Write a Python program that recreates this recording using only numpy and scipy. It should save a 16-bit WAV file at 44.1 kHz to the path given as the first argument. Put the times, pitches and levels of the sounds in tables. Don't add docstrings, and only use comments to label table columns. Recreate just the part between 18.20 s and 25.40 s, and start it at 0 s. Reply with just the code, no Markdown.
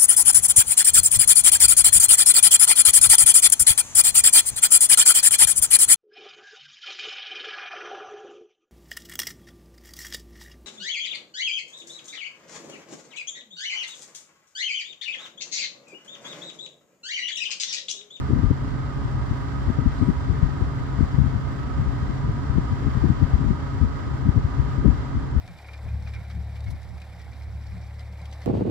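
import sys
import numpy as np
from scipy import signal
from scipy.fft import rfft, irfft
from scipy.io import wavfile
from scipy.ndimage import uniform_filter1d, minimum_filter1d

SR = 44100
rng = np.random.default_rng(int(sys.argv[2]) if len(sys.argv) > 2 else 0)


def transcribe(u):
    v = np.clip(np.atleast_2d(u).T, -1, 1)
    q = np.round(v * 32767).astype(np.int16)
    wavfile.write(sys.argv[1], SR, q)


N = 317520
TIME = np.arange(N) / SR
FREQ_HZ = np.arange(N // 2 + 1) * SR / N

SLOW_FAN_HZ, FAST_FAN_HZ = 26.92, 27.465

# start_s (centre), level_db (relative), pitch_hz,
# swirl (0 = one clean thump, 1 = all flutter)
STRONG_EDDIES = [(0.106, -16.0, 208.0, 0.49), (0.133, -13, 175, 0.65), (0.167, -14.5, 145.0, 0.43),
                 (0.186, -15.0, 94.0, 0.52), (0.234, -19.0, 299.0, 0.9), (0.242, -13, 101, 0.31),
                 (0.266, -17.5, 55, 0.2), (0.31, -8, 225, 0.45), (0.852, -19.5, 99.0, 0.34),
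                 (1.112, -17.0, 120.0, 0.1), (1.481, -18.5, 99.0, 0.25), (1.502, -13.5, 172.0, 0.05),
                 (1.588, -12.5, 185, 0.5), (1.662, -13.0, 172.0, 0.4), (1.668, -13.5, 60.0, 0.05),
                 (1.817, -15.0, 145.0, 0.9), (1.828, -10.5, 203.0, 0.22), (1.893, -11.5, 120.0, 0.78),
                 (2.117, -17.5, 55.0, 0.9), (2.23, -10.5, 88, 0.2), (2.257, -19.0, 55.0, 0.46),
                 (2.42, -13.5, 145.0, 0.4), (2.789, -15.5, 139.0, 0.4), (2.808, -12.5, 241.0, 0.05),
                 (2.83, -12.5, 94.0, 0.4), (2.944, -15.5, 180.0, 0.13), (2.98, -14, 195, 0.7),
                 (2.987, -10.5, 132.0, 0.05), (3.002, -15.5, 117.0, 0.05), (3.016, -12, 120, 0.25),
                 (3.048, -16.5, 55.0, 0.9), (3.151, -18.0, 58.0, 0.9), (3.611, -18.0, 55.0, 0.76),
                 (3.677, -19.0, 78.0, 0.9), (4.301, -17.0, 88.0, 0.05), (4.356, -18.0, 58.0, 0.9),
                 (4.384, -12.0, 168.0, 0.22), (4.659, -16.5, 86.0, 0.05), (4.674, -16.5, 142.0, 0.9),
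                 (4.76, -18.5, 55.0, 0.9), (4.818, -20.0, 55.0, 0.05), (4.846, -11.0, 224.0, 0.9),
                 (4.857, -15.0, 129.0, 0.9), (4.901, -10.5, 120.0, 0.76), (5.022, -12, 155, 0.6),
                 (5.034, -14.0, 63.0, 0.34), (5.141, -12.0, 66.0, 0.46), (5.208, -18.0, 99.0, 0.9),
                 (5.243, -20.5, 247.0, 0.05), (5.267, -15.0, 66.0, 0.61), (5.31, -13, 208, 0.35),
                 (5.614, -14.0, 153.0, 0.05), (5.628, -12.0, 106.0, 0.46), (5.648, -16.5, 76.0, 0.1),
                 (6.067, -17.5, 94.0, 0.9), (6.09, -9.5, 142.0, 0.1), (6.175, -10.5, 92.0, 0.37),
                 (6.249, -16.0, 106.0, 0.25), (6.397, -12.5, 94.0, 0.1), (6.587, -18.0, 86.0, 0.67),
                 (6.657, -7.0, 195.0, 0.6), (6.679, -9.5, 114.0, 0.55), (6.699, -16.5, 58.0, 0.9),
                 (6.954, -20.0, 129.0, 0.19), (7.164, -15.5, 106.0, 0.25), (7.179, -18, 55, 0.05)]
SLOW_FAN_ORDERS = [5, 10, 15, 16, 30, 36]


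def undb(db):
    return 10 ** (np.asarray(db) / 20)


def unit(x):
    return x / np.sqrt(np.mean(x ** 2))


def walk(rate_hz):
    hold = int(SR / rate_hz)
    held = rng.standard_normal(2000)[np.arange(N) // hold]
    return unit(uniform_filter1d(uniform_filter1d(held, hold), hold))


def noise(points, white=None):
    white = rng.standard_normal(N) if white is None else white
    hz, db = np.transpose(points)
    f = np.maximum(FREQ_HZ, 1)
    gain = undb(np.interp(np.log(f), np.log(hz), db))
    gain *= np.minimum(f / hz[0], 1) ** 2
    gain *= np.minimum(hz[-1] / f, 1) ** 20
    return unit(irfft(rfft(white) * gain, N))


def cut(x, hz, kind, order=2):
    return signal.sosfilt(signal.butter(order, hz, kind, fs=SR, output="sos"), x)


def resonance(white, hz, half_width_hz):
    return unit(irfft(rfft(white) / (1 + ((FREQ_HZ - hz) / half_width_hz) ** 2), N))


def port_pair():
    # freq_hz, correlation (-1 to 1)
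    likeness = [(600, -0.027), (730, -0.45), (860, 0.82), (980, 0.41), (1100, 0.2), (1240, 0.84),
                (1400, -0.62), (1550, 0.0064), (1750, -0.08), (1900, 0.94), (2130, 0.43), (2400, -0.03),
                (3400, -0.16), (5800, 0.057), (6500, -.35), (8000, 0.093)]
    alike = np.interp(FREQ_HZ, *np.transpose(likeness))
    mid = irfft(rfft(rng.standard_normal(N)) * np.sqrt(1 + alike), N)
    side = irfft(rfft(rng.standard_normal(N)) * np.sqrt(1 - alike), N)
    return mid + side, mid - side


def gusts(lull_db=-27.4, gust_db=-34, gust_s=0.09):
    swell = sum(np.exp(-0.5 * ((TIME - start_s) / gust_s) ** 2) for start_s, *_ in STRONG_EDDIES)
    return np.sqrt(undb(lull_db) ** 2 + undb(gust_db) ** 2 * swell)


def draught(right_db=-26.5, shared=0.19):
    # (per Hz, relative)
    spectrum = [(15, -49), (30, -20.5), (48, -2.5), (66, -0.5), (92, -5.5), (115, -3.5), (142, -5),
                (175, -15.5), (205, -15.5), (265, -13.5), (350, -24), (425, -26), (500, -41), (800, -47.5)]
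    # left_db, right_db
    port_swells_db = (1.8, 1.2)
    both = np.sqrt(shared) * noise(spectrum)
    ports = []
    for gain, swell_db in zip([gusts(), undb(right_db)], port_swells_db):
        rumble = both + np.sqrt(1 - shared) * noise(spectrum)
        ports.append(gain * unit(rumble * undb(swell_db * walk(20))))
    return np.array(ports)


def weak_eddies(count=10, mean_db=-21.5, scatter_db=2.5, centre_hz=102):
    eddies = []
    for _ in range(count):
        start_s = rng.uniform(0, TIME[-1])
        level_db = mean_db + scatter_db * rng.uniform(-1, 1)
        pitch_hz = centre_hz * 2 ** rng.uniform(-0.5, 0.5)
        eddies.append((start_s, level_db, pitch_hz, rng.uniform(0, 1)))
    return eddies


def port_ring(x, ring_hz=256, ring_db=-1, hollow_hz=205, hollow_depth=0.4, q=3):
    ring = signal.lfilter(*signal.iirpeak(ring_hz, q, fs=SR), x)
    hollow = signal.lfilter(*signal.iirpeak(hollow_hz, q, fs=SR), x)
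    return x + undb(ring_db) * ring - hollow_depth * hollow


def buffets(trim_db=0.25, top_hz=235, top_pitch_hz=110, port_hz=53, leak_db=-28):
    eddy_cycles = 3.3
    core_cycles, swirl_spread = 0.19, 0.36
    swirl_edge = 0.74
    size = SR // 2
    t = (np.arange(size) - size // 2) / SR
    out = np.zeros(N + 2 * size)
    for start_s, level_db, pitch_hz, share in STRONG_EDDIES + weak_eddies():
        length_s = eddy_cycles / pitch_hz
        suction = -np.exp(-0.5 * (t * pitch_hz / core_cycles) ** 2) + 1e-12
        core = cut(suction, port_hz, "high", order=3)
        swirl = cut(rng.standard_normal(size), swirl_edge * pitch_hz, "low", order=1)
        swirl = cut(swirl, top_hz * np.sqrt(pitch_hz / top_pitch_hz), "low", order=3)
        swirl *= np.exp(-0.5 * (t / (swirl_spread * length_s)) ** 2)
        swirl = cut(swirl, port_hz, "high", order=5)
        core, swirl = unit(port_ring(core)), unit(port_ring(swirl))
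        eddy = unit(np.sqrt(1 - share) * core + np.sqrt(share) * swirl)
        gain = undb(level_db + trim_db) * np.sqrt(length_s * SR / size)
        first = int(start_s * SR) + size // 2
        out[first:first + size] += gain * eddy
    return np.outer([1, undb(leak_db)], cut(out[size:size + N], 550, "low"))


def sizzles():
    # start_s (centre), level_db, spread_s, freq_hz, half_width_hz
    flares = [(1.79, -58, 0.025, 4200, 600), (1.84, -68, 0.069, 8200, 600)]
    out = np.zeros((2, N))
    for start_s, level_db, spread_s, hz, half_width_hz in flares:
        swell = undb(level_db) * np.exp(-0.5 * ((TIME - start_s) / spread_s) ** 2)
        whites = rng.standard_normal((2, N))
        out += swell * np.array([resonance(white, hz, half_width_hz) for white in whites])
    return out


def whirr(centre_hz=1246, half_width_hz=26, stray_hz=17, strays_per_s=20):
    # left_db, right_db
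    port_db = (-64.5, -44)
    angle = 2 * np.pi * np.cumsum(stray_hz * walk(strays_per_s)) / SR
    ring = signal.hilbert([resonance(white, centre_hz, half_width_hz) for white in port_pair()])
    return undb(port_db)[:, None] * np.real(ring * np.exp(1j * angle))


def cavities():
    # freq_hz, half_width_hz, left_db, right_db
    modes = [ (725, 40, -62, -50), (963, 24, -53.5, -51.5), (1080, 110, -62.5, -55.5),
             (1277, 94, -68, -51.5), (1376, 30, -66, -60.5), (1508, 40, -61, -58), (1590, 140, -61, -55.5),
             (3174, 110, -69.5, -66), (4830, 130, -69, -69.5)]
    pair = port_pair()
    out = np.zeros((2, N))
    for hz, half_width_hz, *port_db in modes:
        ring = np.array([resonance(white, hz, half_width_hz) for white in pair])
        out += undb(port_db)[:, None] * ring
    return out


def rotor(shaft_hz, orders, levels_db, wobble=0.00054, waver_db=0.9, jostle_rad=0.18):
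    angle = 2 * np.pi * np.cumsum(shaft_hz * (1 + wobble * walk(2.056))) / SR
    out = np.zeros((2, N))
    for order, port_db in zip(orders, levels_db):
        phase = order * angle + jostle_rad * walk(22) + rng.uniform(0, 2 * np.pi)
        tone = np.sin(phase) * undb(waver_db * walk(6))
        out += undb(port_db)[:, None] * unit(tone)
    return out


def rotors():
    fast_orders = [10, 13, 16, 20, 54, 58, 62]
    # left_db, right_db
    slow_levels = [(-34, -37), (-64, -64), (-51, -61), (-63, -69), (-63, -62), (-63, -57.5)]
    # left_db, right_db
    fast_levels = [(-44.5, -43), (-66, -62), (-60, -62), (-59, -64), (-73, -61.5), (-72, -61.5),
                   (-75, -70.5)]
    slow = rotor(SLOW_FAN_HZ, SLOW_FAN_ORDERS, slow_levels)
    return slow + rotor(FAST_FAN_HZ, fast_orders, fast_levels)


def rush(left_db=-39.0, right_db=-41.0, hiss_db=-73, hiss_flutter_db=0.5, flutter_db=0.5,
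         turn_chop=0.084, blade_chop=0.046):
    # (per Hz, relative)
    left_spectrum = [(200, 10), (600, 3.5), (900, -1.5), (1150, 3), (1250, 3.5), (1440, -2), (1750, -5),
                     (2130, -3), (2300, -11), (3100, -12.5), (3800, -16), (5200, -18.5), (6500, -23.5),
                     (7900, -25), (8600, -35)]
    # (per Hz, relative)
    right_spectrum = [(200, -17.5), (600, 3.5), (850, 1.5), (1150, 2), (1450, -2), (1650, -0.5), (1950, -4),
                      (2300, -13.5), (2600, -15), (3100, -13), (4800, -16), (6300, -22), (7300, -21),
                      (7900, -25), (8600, -42)]
    # (per Hz, relative)
    hiss_spectrum = [(7500, -8), (8800, 11), (11600, 11), (12200, 7.5), (15500, 5)]
    left, right = port_pair()
    air = np.array([undb(left_db) * noise(left_spectrum, left),
                    undb(right_db) * noise(right_spectrum, right)])
    hiss_gain = undb(hiss_db + hiss_flutter_db * walk(14))
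    hiss = hiss_gain * np.array([noise(hiss_spectrum), noise(hiss_spectrum)])
    turn = np.sin(2 * np.pi * FAST_FAN_HZ * TIME)
    blade = np.sin(2 * np.pi * SLOW_FAN_ORDERS[0] * SLOW_FAN_HZ * TIME)
    chop = 1 + turn_chop * turn + blade_chop * blade
    return (air + hiss) * undb(flutter_db * walk(18)) * chop


def scene():
    # time_s, level_db (gain on what it carries)
    flow_points = [(0, -0.84), (1.9, 0), (3.9, -0.5), (4.8, 0.5), (5.7, -0.95), (6.85, -0.5), (7.2, -3.5)]
    flow = undb(np.interp(TIME, *np.transpose(flow_points)))
    carried = flow * (rush() + cavities() + whirr())
    return carried + sizzles() + rotors() + draught() + buffets()


def record(dry):
    ceiling, hold = 0.95, SR // 100
    top_hz = 15700
    needed = ceiling / np.maximum(np.abs(dry), ceiling)
    gain = uniform_filter1d(minimum_filter1d(needed, hold), hold)
    low_pass = signal.ellip(8, 0.2, 70, top_hz, fs=SR, output="sos")
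    return signal.sosfilt(low_pass, dry * gain)


dry = scene()
out = record(dry)
transcribe(out)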